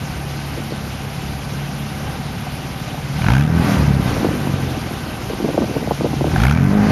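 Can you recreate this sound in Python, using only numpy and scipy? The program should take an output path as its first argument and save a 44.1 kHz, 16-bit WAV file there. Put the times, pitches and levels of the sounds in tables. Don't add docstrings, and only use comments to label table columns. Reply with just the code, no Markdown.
import sys
import numpy as np
from scipy import signal
from scipy.io import wavfile
from scipy.ndimage import uniform_filter1d

SR = 44100
rng = np.random.default_rng(int(sys.argv[2]) if len(sys.argv) > 2 else 0)


def output_pcm(signal):
    pcm = np.clip(np.atleast_2d(signal).T, -1, 1) * 32767
    wavfile.write(sys.argv[1], SR, np.round(pcm).astype(np.int16))


def voltage_ratio(level):
    return 10 ** (np.asarray(level, float) / 20)


N = 304731

# t/s, firings per second/Hz
SPEED = [(0.0, 35.71), (0.916, 34.76), (2.254, 35.7), (3.143, 35.31), (3.247, 43.88), (3.316, 61.16),
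         (3.499, 81.34), (3.6, 84.01), (3.692, 81.25), (3.887, 69.39), (3.959, 68.03), (4.281, 50.22),
         (4.903, 40.19), (6.199, 33.92), (6.329, 42.25), (6.619, 91.75), (6.755, 103.2), (6.91, 105.26)]
RASP_IDLE_DB = -49.5


def in_time(rows):
    s, *columns = np.transpose(rows)
    return [np.interp(np.arange(N) / SR, s, c) for c in columns]


def rms_one(x):
    return x / np.sqrt(np.mean(x ** 2) + 1e-20)


def evened(x, span_s):
    return x / np.sqrt(uniform_filter1d(x * x, size=int(span_s * SR)) + 1e-12)


def drift(rate):
    r = np.exp(-80 * np.pi * rate / SR)
    white = rng.standard_normal(N // 40 + 2002)
    slow = signal.lfilter([1], [1, -2 * r, r * r], white)[2000:]
    return np.interp(np.arange(N) / 40, np.arange(len(slow)), rms_one(slow))


def resonance(x, hz, width_hz):
    r = np.exp(-np.pi * width_hz / SR)
    top = (1 - r * r) / 2 * np.array([1, 0, -1])
    return signal.lfilter(top, [1, -2 * r * np.cos(2 * np.pi * hz / SR), r * r], x)


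def sharp_resonance(x, hz, width_hz):
    return resonance(resonance(x, hz, width_hz), hz, width_hz)


def coloured_noise(spectrum, patchy_db):
    hz, level_db = np.transpose(spectrum)
    edges = np.geomspace(hz[0], hz[-1], int(3 * np.log2(hz[-1] / hz[0])) + 1)
    white, out = rng.standard_normal((2, N)), 0
    for k, (low, high) in enumerate(zip(edges, edges[1:])):
        band_filter = signal.butter(2, [low, high], "band", fs=SR, output="sos")
        band = signal.sosfilt(band_filter, white[k % 2])
        band_db = np.interp(np.log(low * high) / 2, np.log(hz), level_db)
        out = out + band * voltage_ratio(band_db + patchy_db * drift(18))
    return rms_one(out)


def bursts(events, length_s, damping):
    out, size = np.zeros(N), 4096
    t = np.arange(size) / SR
    for (s, peak_db, hz), noise in zip(events, rng.standard_normal((len(events), size))):
        lump = noise * t * np.exp(-t / length_s)
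        lump = sharp_resonance(lump, hz, damping * hz)
        i = int(s * SR)
        out[i:i + size] += voltage_ratio(peak_db) * lump / np.max(np.abs(lump))
    return out


def octaves_over_idle():
    return np.maximum(np.log2(in_time(SPEED)[0] / 35), 0)


def rasp_db():
    # t/s, held/s, rasp level/dB
    blips = [
        (3.256, 0.08, -20),
        (3.72, .01, -50),
        (6.36, .005, -24),
        (6.41, 0.053, -19),
        (6.55, 0.034, -28),
    ]
    rise_db_per_s, fall_db_per_s = 277, 124
    t = np.arange(N) / SR
    levels = []
    for s, held, db in blips:
        before, after = np.maximum(s - t, 0), np.maximum(t - s - held, 0)
        levels.append(np.maximum(db - rise_db_per_s * before - fall_db_per_s * after, RASP_IDLE_DB))
    return np.max(levels, axis=0)


def throttle_load():
    return (rasp_db() - RASP_IDLE_DB) / 20


def exhaust_note(turns):
    # t/s, level/dB, halves (weak-strong firing)/dB, tilt per octave/dB
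    engine = [(0, -28, -15, -4), (1.35, -27, -17, -0.5), (3.05, -30.5, 3, -2), (3.3, -9, -30, -4),
              (3.45, -17, -2, 1.5), (3.6, -11, -7.5, 1.5), (3.7, -26, 10, 8), (3.8, -17, 2.5, -9),
              (4.0, -18, 3.5, -2.5), (4.1, -37, 10.5, -6), (4.5, -22.5, -26, -1), (4.7, -22.5, -41, -8),
              (4.82, -34.5, -4, 0.5), (6.0, -27, -2, -0.5), (6.4, -12, -22, -6.5), (6.62, -12, 1, -1),
              (6.76, -12, -10, 13), (6.91, -18, -1.5, 17)]
    # f/Hz, level/dB
    standing = [(30, -44), (45, -30), (58, -10), (70, -8), (88, -11), (105, -11), (140, 0), (175, -10),
                (210, -7), (255, -13), (285, -15), (315, -28), (420, -26), (520, -34)]
    idle_focus = 1.3
    upper_hz, upper_db_per_octave = 204, 2
    per_s, = in_time(SPEED)
    level_db, half_db, tilt_db = in_time(engine)
    pipe_hz, pipe_db = np.transpose(standing)
    idle = 0.3 * np.clip((52 - per_s) / 14, 0, 1)
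    note = 0
    for order in np.arange(1, 17) / 2:
        hz = order * per_s
        boost_db = np.interp(np.log(hz), np.log(pipe_hz), pipe_db)
        off_peak = idle * np.maximum(boost_db, -12)
        waver = 1 - off_peak
        order_db = boost_db + idle_focus * off_peak
        order_db = order_db + tilt_db * np.log2(np.minimum(hz, 230) / 140)
        order_db = order_db + half_db * (order % 1 > 0)
        upper = np.clip(hz / upper_hz - 0.5, 0, 1) ** 2
        order_db = order_db + upper_db_per_octave * octaves_over_idle() * upper
        swing = voltage_ratio(waver * drift(4))
        phase = 2 * np.pi * order * turns + 0.12 * waver * drift(3) + idle * order ** 2
        note = note - voltage_ratio(order_db) * swing * np.cos(phase)
    return np.sqrt(2) * voltage_ratio(level_db) * note


def ragged_pulses(at, chance, scatter_db, jitter_s):
    cylinder_db = [7.7, -1, 4.6, -5, 6.5, 3.5]
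    # f/Hz, width/Hz, level/dB
    pipe_modes = [(95, 110, 0), (215, 130, -4), (430, 200, -18), (765, 60, -20)]
    level_db = np.minimum(-36.5 + 24 * octaves_over_idle(), -21)
    level_db = level_db - 5 * throttle_load()
    moved = np.clip(at + (jitter_s * SR * chance[:, 0]).astype(int), 0, N - 1)
    strength_db = np.array(cylinder_db)[np.arange(len(at)) % 6] + scatter_db * chance[:, 1]
    pulses = np.zeros(N)
    pulses[moved] = -voltage_ratio(strength_db) * chance[:, 0]
    soft_edges = signal.butter(2, (48, 500), "band", fs=SR, output="sos")
    pulses = signal.sosfilt(soft_edges, pulses) + 1e-18
    ringing = 0
    for k, (hz, width, db) in enumerate(pipe_modes):
        ringing = ringing + (-1) ** k * voltage_ratio(db) * resonance(pulses, hz, width)
    return voltage_ratio(level_db) * evened(ringing, span_s=0.36)


def rasp_puffs(at, chance):
    # f/Hz, width/Hz, level/dB
    rasp_colour = [(786, 380, 2.5), (1460, 490, 2.5), (2280, 530, -3), (3200, 770, -16.5),
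                   (5700, 1700, -24.5)]
    puffs = np.zeros((len(rasp_colour), N))
    puffs[:, at] = voltage_ratio(1.5 * chance[:, 2] + 2.5 * chance[:, 3:].T)
    decay = np.exp(-1 / (0.0016 * SR))
    gates = signal.lfilter([1], [1, -2 * decay, decay ** 2], puffs)
    rasp = 0
    for gate, (hz, width, db) in zip(gates, rasp_colour):
        rasp = rasp + voltage_ratio(db) * sharp_resonance(gate * rng.standard_normal(N), hz, width)
    rasp = voltage_ratio(rasp_db()) * evened(rasp, span_s=0.074)
    return rasp, evened(gates.sum(axis=0), span_s=0.19)


def exhaust(scatter_db, jitter_s):
    turns = np.cumsum(in_time(SPEED)[0]) / SR
    note = exhaust_note(turns)
    at = np.flatnonzero(np.diff(np.floor(turns + 0.16)))
    chance = rng.standard_normal((1000, 8))[:len(at)]
    ragged = ragged_pulses(at, chance, scatter_db, jitter_s)
    rasp, gate = rasp_puffs(at, chance)
    return note + ragged + rasp, gate


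def gas_flow(gate):
    # t/s, level/dB
    flow = [(0, 0.5), (3.1, 0), (3.25, 3), (3.36, 0), (3.47, -7), (3.58, 2), (3.7, 8.5), (3.81, 4.5),
            (3.98, -1), (4.08, 5.5), (4.3, 2.5), (5.2, .5), (6.2, 1), (6.43, 3.5), (6.55, -6.5), (6.68, -4),
            (6.85, 1.5), (6.91, 6)]
    # f/Hz, level per Hz/dB
    jet_colour = [(30, -5), (60, 4), (200, 2.5), (430, -6), (750, -6), (980, -8.5), (1590, -11),
                  (2330, -18), (4000, -42.5), (5200, -91)]
    # f/Hz, level per Hz/dB
    hiss_colour = [(2000, -0.5), (2600, 2.5), (3200, -1), (4000, -3), (6100, -4.5), (7000, -12),
                   (7600, -11), (8300, -20.5), (9500, -11.5), (11000, -6.5), (13000, -12.5)]
    # f/Hz, width/Hz, level/dB
    whistles = [(770, 90, -43), (1184, 35, -53), (1530, 70, -48)]
    # t/s, half length/s, level/dB
    swell = (2.115, 0.084, 2.9)
    flow_db, = in_time(flow)
    load = throttle_load()
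    rise_db = 0.7 * flow_db + 5.5 * octaves_over_idle() + load
    at_s, half_s, swell_db = swell
    rise_db = rise_db + swell_db * np.exp(-((np.arange(N) / SR - at_s) / half_s) ** 2)
    jet = voltage_ratio(-29 + rise_db) * coloured_noise(jet_colour, patchy_db=0.5) * (0.9 + 0.085 * gate)
    late_load = np.roll(load, int(0.07 * SR))
    spit = 0.016 + 0.55 * late_load ** 2
    hiss = voltage_ratio(-37.5 + flow_db) * coloured_noise(hiss_colour, patchy_db=1.5)
    hiss = hiss * (1.068 + spit * gate) * voltage_ratio(0.23 * drift(13))
    tones = 0
    for hz, width, db in whistles:
        tone = rms_one(sharp_resonance(rng.standard_normal(N), hz, width))
        tones = tones + voltage_ratio(db + 0.29 * drift(2.3)) * tone
    return jet + hiss + tones * voltage_ratio(rise_db)


def insects():
    # f/Hz, from t/s, to t/s, level/dB
    trills = [(11702, 0, 1.3, -63), (11702, 2.05, 3.15, -58), (11702, 4.65, 6.0, -65), (11590, 0, 3.0, -66),
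              (11590, 4.2, 6.0, -62), (11292, .2, 2.1, -62)]
    chirp_s = [.207, .38, .55, .74, .93, 1.13, 1.29, 1.44, 1.714, 1.89, 2.07, 2.235, 2.39, 2.54, 2.7, 2.87,
               3.19, 4.14, 4.3, 4.455, 4.78, 4.96, 5.14, 5.33, 5.5, 5.69, 5.94, 6.1, 6.33]
    t = np.arange(N) / SR
    out = bursts([(s, -43, 10300) for s in chirp_s], length_s=0.014, damping=0.013)
    for hz, start, end, db in trills:
        on = np.clip(np.minimum(t - start, end - t) / 0.05, 0, 1)
        trill = rms_one(sharp_resonance(rng.standard_normal(N), hz, 25))
        out = out + voltage_ratio(db + 2.5 * drift(8)) * on * trill
    return out


def breeze():
    # t/s, peak level/dB, f/Hz
    buffet_events = [(0.573, -14, 293), (0.72, -14.5, 235), (4.109, -9, 202), (4.245, -3, 380),
                     (4.265, -10, 235), (4.284, -17, 353), (4.364, -16, 258), (4.471, -14, 270),
                     (5.299, -11.5, 338), (5.332, -13, 252), (5.4, -10, 302), (5.447, -13, 298),
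                     (5.487, -8, 250), (5.503, -12.5, 261), (5.543, -9, 316), (5.577, -2, 360),
                     (5.619, -6.5, 300), (5.64, -12, 410), (5.693, -23, 270), (5.747, -21, 247),
                     (5.825, -16, 346), (5.873, -10, 400), (5.908, -2.5, 470), (6.008, -7.5, 370),
                     (6.044, -4, 360), (6.06, -8.5, 450), (6.131, -11.5, 240), (6.208, -4.5, 407),
                     (6.242, -5, 460), (6.266, -8, 230)]
    # t/s, half length/s, level/dB
    gusts = [
        (0, 0.11, -49),
        (0.647, 0.11, -37),
        (4.307, 0.74, -25.5),
        (5.477, 0.047, -20),
        (5.616, 0.043, -20),
        (5.766, 0.071, -18),
        (6.048, 0.048, -20),
        (6.277, 0.11, -21),
    ]
    rebounds = [(s + 0.00699, db - 4, 246) for s, db, hz in buffet_events]
    t = np.arange(N) / SR
    gust = voltage_ratio(-46)
    for s, half_s, db in gusts:
        gust = gust + voltage_ratio(db) * np.exp(-((t - s) / half_s) ** 2)
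    buffets = bursts(buffet_events + rebounds, length_s=0.0011, damping=1.2)
    lumpy_noise = rng.standard_normal(N) * voltage_ratio(5.5 * drift(55))
    rumble = gust * rms_one(sharp_resonance(lumpy_noise, 215, 244))
    return signal.sosfilt(signal.butter(4, 1150, fs=SR, output="sos"), buffets + rumble)


def water_gurgles():
    # t/s, peak level/dB, f/Hz
    plops = [
        (1.999, -22.5, 630),
        (2.029, -31, 641),
        (2.464, -21, 760),
        (2.772, -51.5, 730),
        (2.874, -23, 614),
        (2.94, -21, 650),
        (2.974, -24, 770),
    ]
    return bursts(plops, length_s=0.0035, damping=0.29)


def scene():
    pipe, gate = exhaust(scatter_db=-2.0, jitter_s=0.0011)
    mix = pipe + gas_flow(gate) + insects() + breeze() + water_gurgles()
    return mix[None]


def roll_off(x):
    return signal.sosfilt(signal.butter(12, 13480, fs=SR, output="sos"), x)


def record(dry):
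    x = signal.sosfilt(signal.butter(2, 22, "high", fs=SR, output="sos"), dry)
    x = 1.05 * np.tanh(x / 1.05)
    x = signal.sosfilt(signal.cheby2(4, 42, (7700, 8070), "bandstop", fs=SR, output="sos"), x)
    x = signal.sosfilt(signal.ellip(12, 1, 80, 12450, fs=SR, output="sos"), x)
    return roll_off(x)


dry = scene()
out = record(dry)
output_pcm(out)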